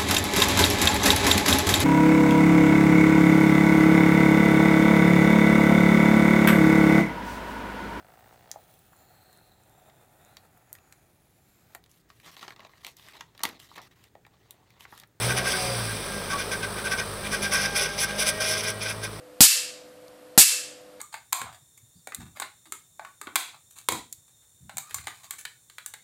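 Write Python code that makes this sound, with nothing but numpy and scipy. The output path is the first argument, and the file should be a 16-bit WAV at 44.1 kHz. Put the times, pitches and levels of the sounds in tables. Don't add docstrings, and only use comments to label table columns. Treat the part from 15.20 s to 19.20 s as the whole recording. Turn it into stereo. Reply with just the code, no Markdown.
import sys
import numpy as np
from scipy import signal
from scipy.fft import rfft, irfft
from scipy.io import wavfile
from scipy.ndimage import uniform_filter1d

SR = 44100
rng = np.random.default_rng(int(sys.argv[2]) if len(sys.argv) > 2 else 0)


def generate_wav(sig):
    pcm = np.round(np.clip(np.atleast_2d(sig).T, -1, 1) * 32767).astype(np.int16)
    wavfile.write(sys.argv[1], SR, pcm)


N = 176400
T, HZ = np.arange(N) / SR, np.fft.rfftfreq(N, 1 / SR)
VANES_PER_FIRING = 4

# time in seconds, firing rate in Hz.
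FIRING_HZ = [(0, 53.57), (.06, 60.1), (.15, 63.3), (.36, 62.4), (.52, 60.25), (.73, 53.72), (.88, 49.83),
             (1.1, 51.05), (1.45, 52.66), (1.7, 51.1), (2, 51.16), (2.35, 49.48), (2.58, 50.57),
             (2.8, 50.15), (3.05, 51.8), (3.3, 52.76), (3.7, 53.54), (4, 53.14)]
# time in seconds, then levels in dB of belt hiss, pump grinding, block rumble.
NOISE_DB = [(0, -28.5, -40, -31), (.22, -38, -35, -31.5), (.3, -34, -30.5, -34), (.38, -31, -29.5, -35.5),
            (.5, -33, -31.5, -35), (.7, -33, -35.5, -38), (1, -38.5, -37.5, -35), (1.5, -37.5, -44, -34.5),
            (2, -39, -43, -36.5), (2.35, -39.5, -35.5, -35), (2.7, -45.5, -35, -38), (3.15, -40, -36, -39),
            (3.57, -43.5, -45.5, -39), (4, -45.5, -47.5, -41)]


def amp(db):
    return 10 ** (np.asarray(db) / 20)


def unit(x):
    return x / np.sqrt(np.mean(x ** 2) + 1e-20)


def curve(table, column=1):
    rows = np.array(table)
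    return np.interp(T, rows[:, 0], rows[:, column])


def spectrum(table):
    hz, value = np.transpose(table)
    return np.interp(np.log(HZ + 1), np.log(hz), value)


def wander(hz):
    return unit(irfft(rfft(rng.standard_normal(N)) * np.exp(-(HZ / hz) ** 2), N))


def firings():
    return np.cumsum(curve(FIRING_HZ)) / SR


def tone(order, db, flutter, jitter_rad):
    phase = 2 * np.pi * (order * firings() + rng.random()) + jitter_rad * wander(15)
    return np.sqrt(2) * amp(db) * (1 + flutter * wander(13)) * np.sin(phase)


def microphones(direct, diffuse, colour=1):
    # frequency in Hz, left-right coherence from 0 to 1.
    coherence = [(50, .99), (200, .97), (350, .7), (900, .55), (1550, .75), (2100, .5), (4500, .55),
                 (5800, .45), (7000, .9), (9800, .85), (11500, .92), (15000, .8)]
    # frequency in Hz, phase lead of the left in radians.
    lead_rad = [(100, -.1), (600, .6), (1200, .2), (1550, 1.5), (1900, -.2), (2800, 2), (4500, 1.2),
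                (5700, 1.25), (6500, 2.9), (7000, 3.14), (9200, 0), (10000, -.8), (11500, -3.14),
                (13800, -6.28), (16000, -9)]
    # frequency in Hz, left minus right in dB.
    balance_db = [(50, -1.5), (250, -4), (550, -3), (1000, 0), (2500, 0.5), (4800, -1.5), (8000, 0)]
    alike, tilt = spectrum(coherence), amp(spectrum(balance_db) / 2)
    mid = rfft(direct) * np.sqrt((1 + alike) / 2)
    side = rfft(diffuse) * np.sqrt((1 - alike) / 2)
    left = (mid + side) * tilt
    right = (mid - side) / tilt * np.exp(-1j * spectrum(lead_rad))
    return irfft(np.array([left, right]) * colour, N)


def bay_reflections(x, t60_s=0.035):
    t = T[:SR // 10]
    tail = rng.standard_normal(len(t)) * np.exp(-np.log(1000) * t / t60_s)
    return signal.fftconvolve(x, tail / np.linalg.norm(tail))[:N]


def throbbing_noise(colour_db, depth):
    noise = rng.standard_normal((2, N)) * (1 + depth * np.cos(2 * np.pi * firings()))
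    return unit(microphones(*noise, amp(spectrum(colour_db))))


def block_rumble(sway_db=0.5):
    # frequency in Hz, relative level in dB.
    colour_db = [(15, -22), (35, -27), (50, -19), (80, -3), (130, -7), (210, 0), (300, -13), (400, 0),
                 (560, -1), (800, -7), (1250, -4), (2000, -13.5), (4000, -16), (16000, -29)]
    return throbbing_noise(colour_db, depth=0.16) * amp(curve(NOISE_DB, 3) + sway_db * wander(21))


def belt_hiss(sway_db=0.8):
    # frequency in Hz, relative level in dB.
    colour_db = [(200, 3), (600, 1.5), (1100, 3), (1700, 3.5), (2300, -5.5), (3200, 1.5), (3800, 3),
                 (5000, 0.5), (5900, -4.5), (6700, -11), (8100, 5.5), (10000, 3), (12000, -9), (15600, -4)]
    return throbbing_noise(colour_db, depth=0.071) * amp(curve(NOISE_DB, 1) + sway_db * wander(140))


def firing_hum():
    # time in seconds, level in dB.
    boom_db = [(0, -37), (.07, -28), (.15, -33), (.33, -50), (.52, -33.5), (.74, -37), (.88, -53.5),
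               (1.4, -44.5), (2.4, -48), (2.7, -52.5), (3.4, -46.5), (3.75, -39.5), (4, -43)]
    # firing order, base level in dB, gain at peak rev in dB, unsteadiness from 0 to 1.
    orders = [(1, -50, 1.5, .1), (3, -50, 3, .12), (5, -58, -3, .6), (6, -60, 13, .5), (7, -56, 3, .6),
              (11, -55, 0, .8)]
    # time in seconds, gain in dB.
    gain_db = [(0, 2), (.06, 4.5), (.5, 1), (.8, 2), (1.5, -1), (2.3, 2), (3.1, 0), (3.4, -9), (3.7, -6.5),
               (4, 0)]
    # time in seconds, level in dB.
    drone_db = [(0, -52), (.22, -52), (.32, -37), (.43, -42), (.53, -36.5), (.62, -50), (.9, -62), (4, -64)]
    rate_hz = curve(FIRING_HZ)
    rev = (rate_hz - rate_hz.min()) / np.ptp(rate_hz)
    hum = tone(2, curve(boom_db), flutter=0.12, jitter_rad=0.056)
    for order, db, rev_db, shake in orders:
        hum += tone(order, db + rev_db * rev + curve(gain_db), flutter=shake, jitter_rad=shake)
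    hum += tone(9, curve(drone_db), flutter=0.2, jitter_rad=0.2)
    return microphones(hum, np.zeros(N))


def vane_whine():
    # time in seconds, then levels in dB of harmonics 1 to 4.
    harmonic_db = [(0, -56, -52, -55, -56), (.14, -50, -52, -43, -62), (.28, -49, -54, -49, -54),
                   (.39, -46, -56, -36.5, -43), (.51, -47, -54, -41, -52), (.7, -56, -56, -62, -60),
                   (.93, -45, -52, -62, -60), (1.2, -54, -55, -60, -62), (1.5, -50, -42, -58, -62),
                   (1.65, -47, -54, -60, -64), (2, -47, -56, -60, -64), (2.25, -41.5, -52, -58, -51),
                   (2.48, -47, -52, -56, -42), (2.68, -54, -46, -51, -44.5), (2.9, -44, -53, -46, -48),
                   (3.05, -45, -48, -39.5, -56), (3.3, -51, -43.5, -37, -62), (3.47, -46, -45, -42, -62),
                   (3.7, -55, -52, -47, -62), (4, -54, -53, -55, -62)]
    # harmonic number, level in dB relative to harmonic 3.
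    overtones = [(5, -12), (6, -20), (7, -18), (9, -9), (11, -11.5), (14, -10)]
    whine = np.zeros(N)
    for k in range(1, 5):
        whine += tone(k * VANES_PER_FIRING, curve(harmonic_db, k), flutter=0.18, jitter_rad=0.15)
    for k, db in overtones:
        whine += tone(k * VANES_PER_FIRING, db + curve(harmonic_db, 3), flutter=0.4, jitter_rad=0.4)
    return microphones(whine, np.zeros(N))


def pump_singing(chatter_hz=1590, chatter_width_hz=20, whistle_hz=4830, whistle_width_hz=260):
    # time in seconds, chatter level in dB, whistle level in dB.
    level_db = [(0, -62, -68), (.22, -44, -50), (.32, -41, -35), (.48, -48, -36), (.63, -44, -44),
                (.75, -50, -54), (.87, -37.5, -54), (1.03, -42, -62), (1.25, -54, -62), (2.1, -52, -68),
                (2.42, -33, -52), (2.55, -40, -56), (2.7, -35, -62), (2.78, -43, -62), (2.9, -38, -62),
                (3.1, -38, -58), (3.16, -49, -58), (3.35, -39, -52), (3.57, -52, -62), (4, -64, -68)]
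    out = 0
    for column, hz, width_hz in [(1, chatter_hz, chatter_width_hz), (2, whistle_hz, whistle_width_hz)]:
        resonance = 1 / (1 + 2 * ((HZ - hz) / width_hz) ** 2)
        mode = unit(microphones(*rng.standard_normal((2, N)), resonance))
        out = out + mode * amp(curve(level_db, column))
    return out


def metal_ring(at_s, db, modes, push_s=0.014, lead_s=0.007, spread_db=2, detune_hz=10.76, roughness=0.38):
    t = T[:SR // 5]
    centre_s = t[len(t) // 4]
    push = np.exp(-((t - centre_s) / push_s) ** 2 / 2)
    ring = 0
    for hz, width_hz, mode_db in modes:
        strength, detune, phase = rng.standard_normal(3)
        swell = signal.lfilter([1], [1, -np.exp(-np.pi * width_hz / SR)], push)
        rough = 1 + roughness * unit(uniform_filter1d(rng.standard_normal(len(t)), size=200))
        carrier = np.sin(2 * np.pi * ((hz + detune_hz * detune) * t + phase))
        ring = ring + amp(mode_db + spread_db * strength) * unit(swell * rough * carrier)
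    peak_rms = np.sqrt(uniform_filter1d(ring ** 2, size=600).max())
    start = max(round((at_s - centre_s - lead_s) * SR), 0)
    out = np.zeros(N + len(t))
    out[start:start + len(t)] = amp(db) * ring / peak_rms
    return out[:N]


def pump_squeaks(squeak_gain_db=-1.6, clank_s=1.146, clank_db=-27):
    # time in seconds, level in dB before squeak_gain_db.
    squeaks = [(.109, -23.5), (.191, -23.5), (.272, -24), (.345, -24.5), (.602, -31), (.7, -31),
               (1.119, -26.5), (1.202, -28), (1.335, -23.5), (1.442, -28), (1.584, -30.5), (1.667, -26),
               (1.73, -22), (1.805, -25.5), (2.05, -34), (2.145, -22.5), (2.26, -24.5), (2.348, -20),
               (2.395, -23.5), (2.455, -23), (2.57, -29), (2.615, -26), (2.66, -28.5), (2.838, -24),
               (2.907, -31), (3.025, -28), (3.091, -27.5), (3.212, -26.5), (3.258, -30), (3.32, -29),
               (3.352, -30.5), (3.45, -32), (3.49, -29), (3.665, -29), (3.71, -32), (3.849, -32.5)]
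    # frequency in Hz, width in Hz, relative level in dB.
    squeak_modes = [(1127, 45, -13), (1517, 28, -2.5), (1585, 26, 0), (1903, 32, -13), (2186, 35, -16),
                    (2338, 45, -16), (2433, 35, -15), (2613, 40, -15)]
    clank_modes = [(960, 70, -17), (1124, 45, 0), (1290, 150, -15)]
    paths = []
    for _ in range(2):
        rings = sum(metal_ring(at_s, db, squeak_modes) for at_s, db in squeaks)
        paths.append(amp(squeak_gain_db) * rings + metal_ring(clank_s, clank_db, clank_modes))
    return microphones(*paths)


def vane_grinding(slap_s=0.0009, slap_share=0.33, slap_spread_db=2.8, grit_per_s=8000, grit_spread_db=2.5):
    # frequency in Hz, relative level in dB.
    colour_db = [(100, -41), (330, -15), (560, 0), (720, -7.5), (900, -8), (1200, -6.5), (1700, -7.5),
                 (2300, 0), (3100, -1.5), (4100, -2), (4700, 0), (5400, 1), (6200, 0), (6900, -9),
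                 (9000, -7.5), (10000, -4), (11500, -17), (14000, -13), (15600, -22)]
    # frequency in Hz, width in Hz, lift in dB.
    housing = [(1590, 45, 9), (1903, 45, 9), (1962, 35, 6), (2186, 55, 9), (2325, 70, 7), (2433, 45, 7),
               (2620, 50, 6), (3420, 50, 4), (3630, 40, 5), (4878, 60, 6), (5120, 45, 3), (5370, 90, 2),
               (5730, 45, 3), (5977, 45, 4), (6150, 170, 6), (8100, 450, 4), (9800, 130, 5),
               (10030, 220, 5.5), (12100, 400, 5)]
    vane_count = np.floor(firings() * VANES_PER_FIRING + 0.05 * wander(200))
    passes = np.diff(vane_count, prepend=0) > 0
    hits = passes * amp(slap_spread_db * np.clip(rng.standard_normal(N), -2, 2))
    slap_envelope = signal.lfilter([1], [1, -np.exp(-1 / (slap_s * SR))], hits)
    grit = (rng.random((2, N)) < grit_per_s / SR) * rng.choice([-1, 1], (2, N))
    grit = grit * amp(grit_spread_db * np.minimum(rng.exponential(1, (2, N)), 4))
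    slaps = slap_envelope * rng.standard_normal((2, N))
    direct, diffuse = np.sqrt(slap_share) * unit(slaps) + np.sqrt(1 - slap_share) * unit(grit)
    direct = unit(direct + bay_reflections(direct))
    housing_db = sum(db / (1 + (2 * (HZ - hz) / width_hz) ** 2) for hz, width_hz, db in housing)
    return unit(microphones(direct, diffuse, amp(spectrum(colour_db) + housing_db)))


def sizzle(sound, level_db, corner_hz=6930, pivot_db=-26.5, db_per_db=0.69, flicker_db=2.5):
    treble = irfft(rfft(sound) * (1 - np.exp(-(HZ / corner_hz) ** 6)), N)
    lift_db = db_per_db * np.maximum(level_db - pivot_db, -6) + flicker_db * wander(31)
    return sound + treble * (amp(lift_db) - 1)


def pump_rasp(lead_s=0.005, release_s=0.015, hiss_hz=5400, hiss_width_hz=1100, sway_db=0.68):
    # start in seconds, length in seconds, base level in dB, attack in seconds, hiss lift in dB.
    bursts = [(0, .12, -27, 0.033, -2.5), (0.159, 0.027, -23.5, 0.02, -1), (0.243, 0.082, -27, 0.016, 0.5),
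              (1.1, 0.036, -28.5, 0.018, -1), (1.172, 0.053, -30, .019, 1.5), (1.31, 0.03, -28, 0.014, 0),
              (1.422, .025, -30, 0.015, -2), (1.57, 0.027, -34.5, 0.013, -6),
              (1.645, 0.035, -30, 0.012, -2.5), (1.7, 0.032, -30, 0.021, 3.5),
              (1.77, 0.032, -27, .022, 2.5), (2.035, 0.032, -31, .019, -12), (2.11, 0.043, -26.5, 0.025, 1),
              (2.219, .037, -25.5, .019, 2), (2.31, 0.15, -25, 0.019, 3), (2.548, 0.049, -23.5, 0.018, 2),
              (2.599, 0.062, -26.5, .019, 3.5), (2.776, 0.067, -24.5, 0.02, 2.5),
              (2.877, 0.034, -31.5, 0.013, -6), (2.974, .06, -24, 0.026, 1.5),
              (3.054, .046, -23.5, 0.015, 1.5), (3.205, 0.081, -25, 0.0055, 3),
              (3.283, 0.061, -26, 0.023, 4), (3.348, 0.063, -28.5, 0.012, 2),
              (3.424, 0.081, -27.5, 0.031, 1.5), (3.605, .031, -29.5, 0.014, 0.5),
              (3.639, 0.076, -29.5, 0.02, 0), (3.819, 0.034, -29.5, .026, 0.5)]
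    grinding = vane_grinding()
    power = hiss_power = amp(curve(NOISE_DB, 2)) ** 2
    for start_s, length_s, db, attack_s, hiss_db in bursts:
        rise = np.clip((T - start_s + lead_s) / attack_s, 0, 1)
        gate = rise * np.exp(-np.maximum(T - start_s - length_s, 0) / release_s)
        power = power + (amp(db) * gate) ** 2
        hiss_power = hiss_power + (amp(db + hiss_db) * gate) ** 2
    hiss = irfft(rfft(grinding) * np.exp(-((HZ - hiss_hz) / hiss_width_hz) ** 2), N)
    rasp = grinding + hiss * (np.sqrt(hiss_power / power) - 1)
    return sizzle(rasp, 10 * np.log10(power)) * np.sqrt(power) * amp(sway_db * wander(70))


def scene():
    background = firing_hum() + vane_whine() + block_rumble() + belt_hiss()
    return background + pump_rasp() + pump_squeaks() + pump_singing()


def record(dry):
    lowpass = signal.firwin(511, 15850, window=("kaiser", 9), fs=SR)
    return signal.oaconvolve(dry, lowpass[None], "same")


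dry = scene()
out = record(dry)
generate_wav(out)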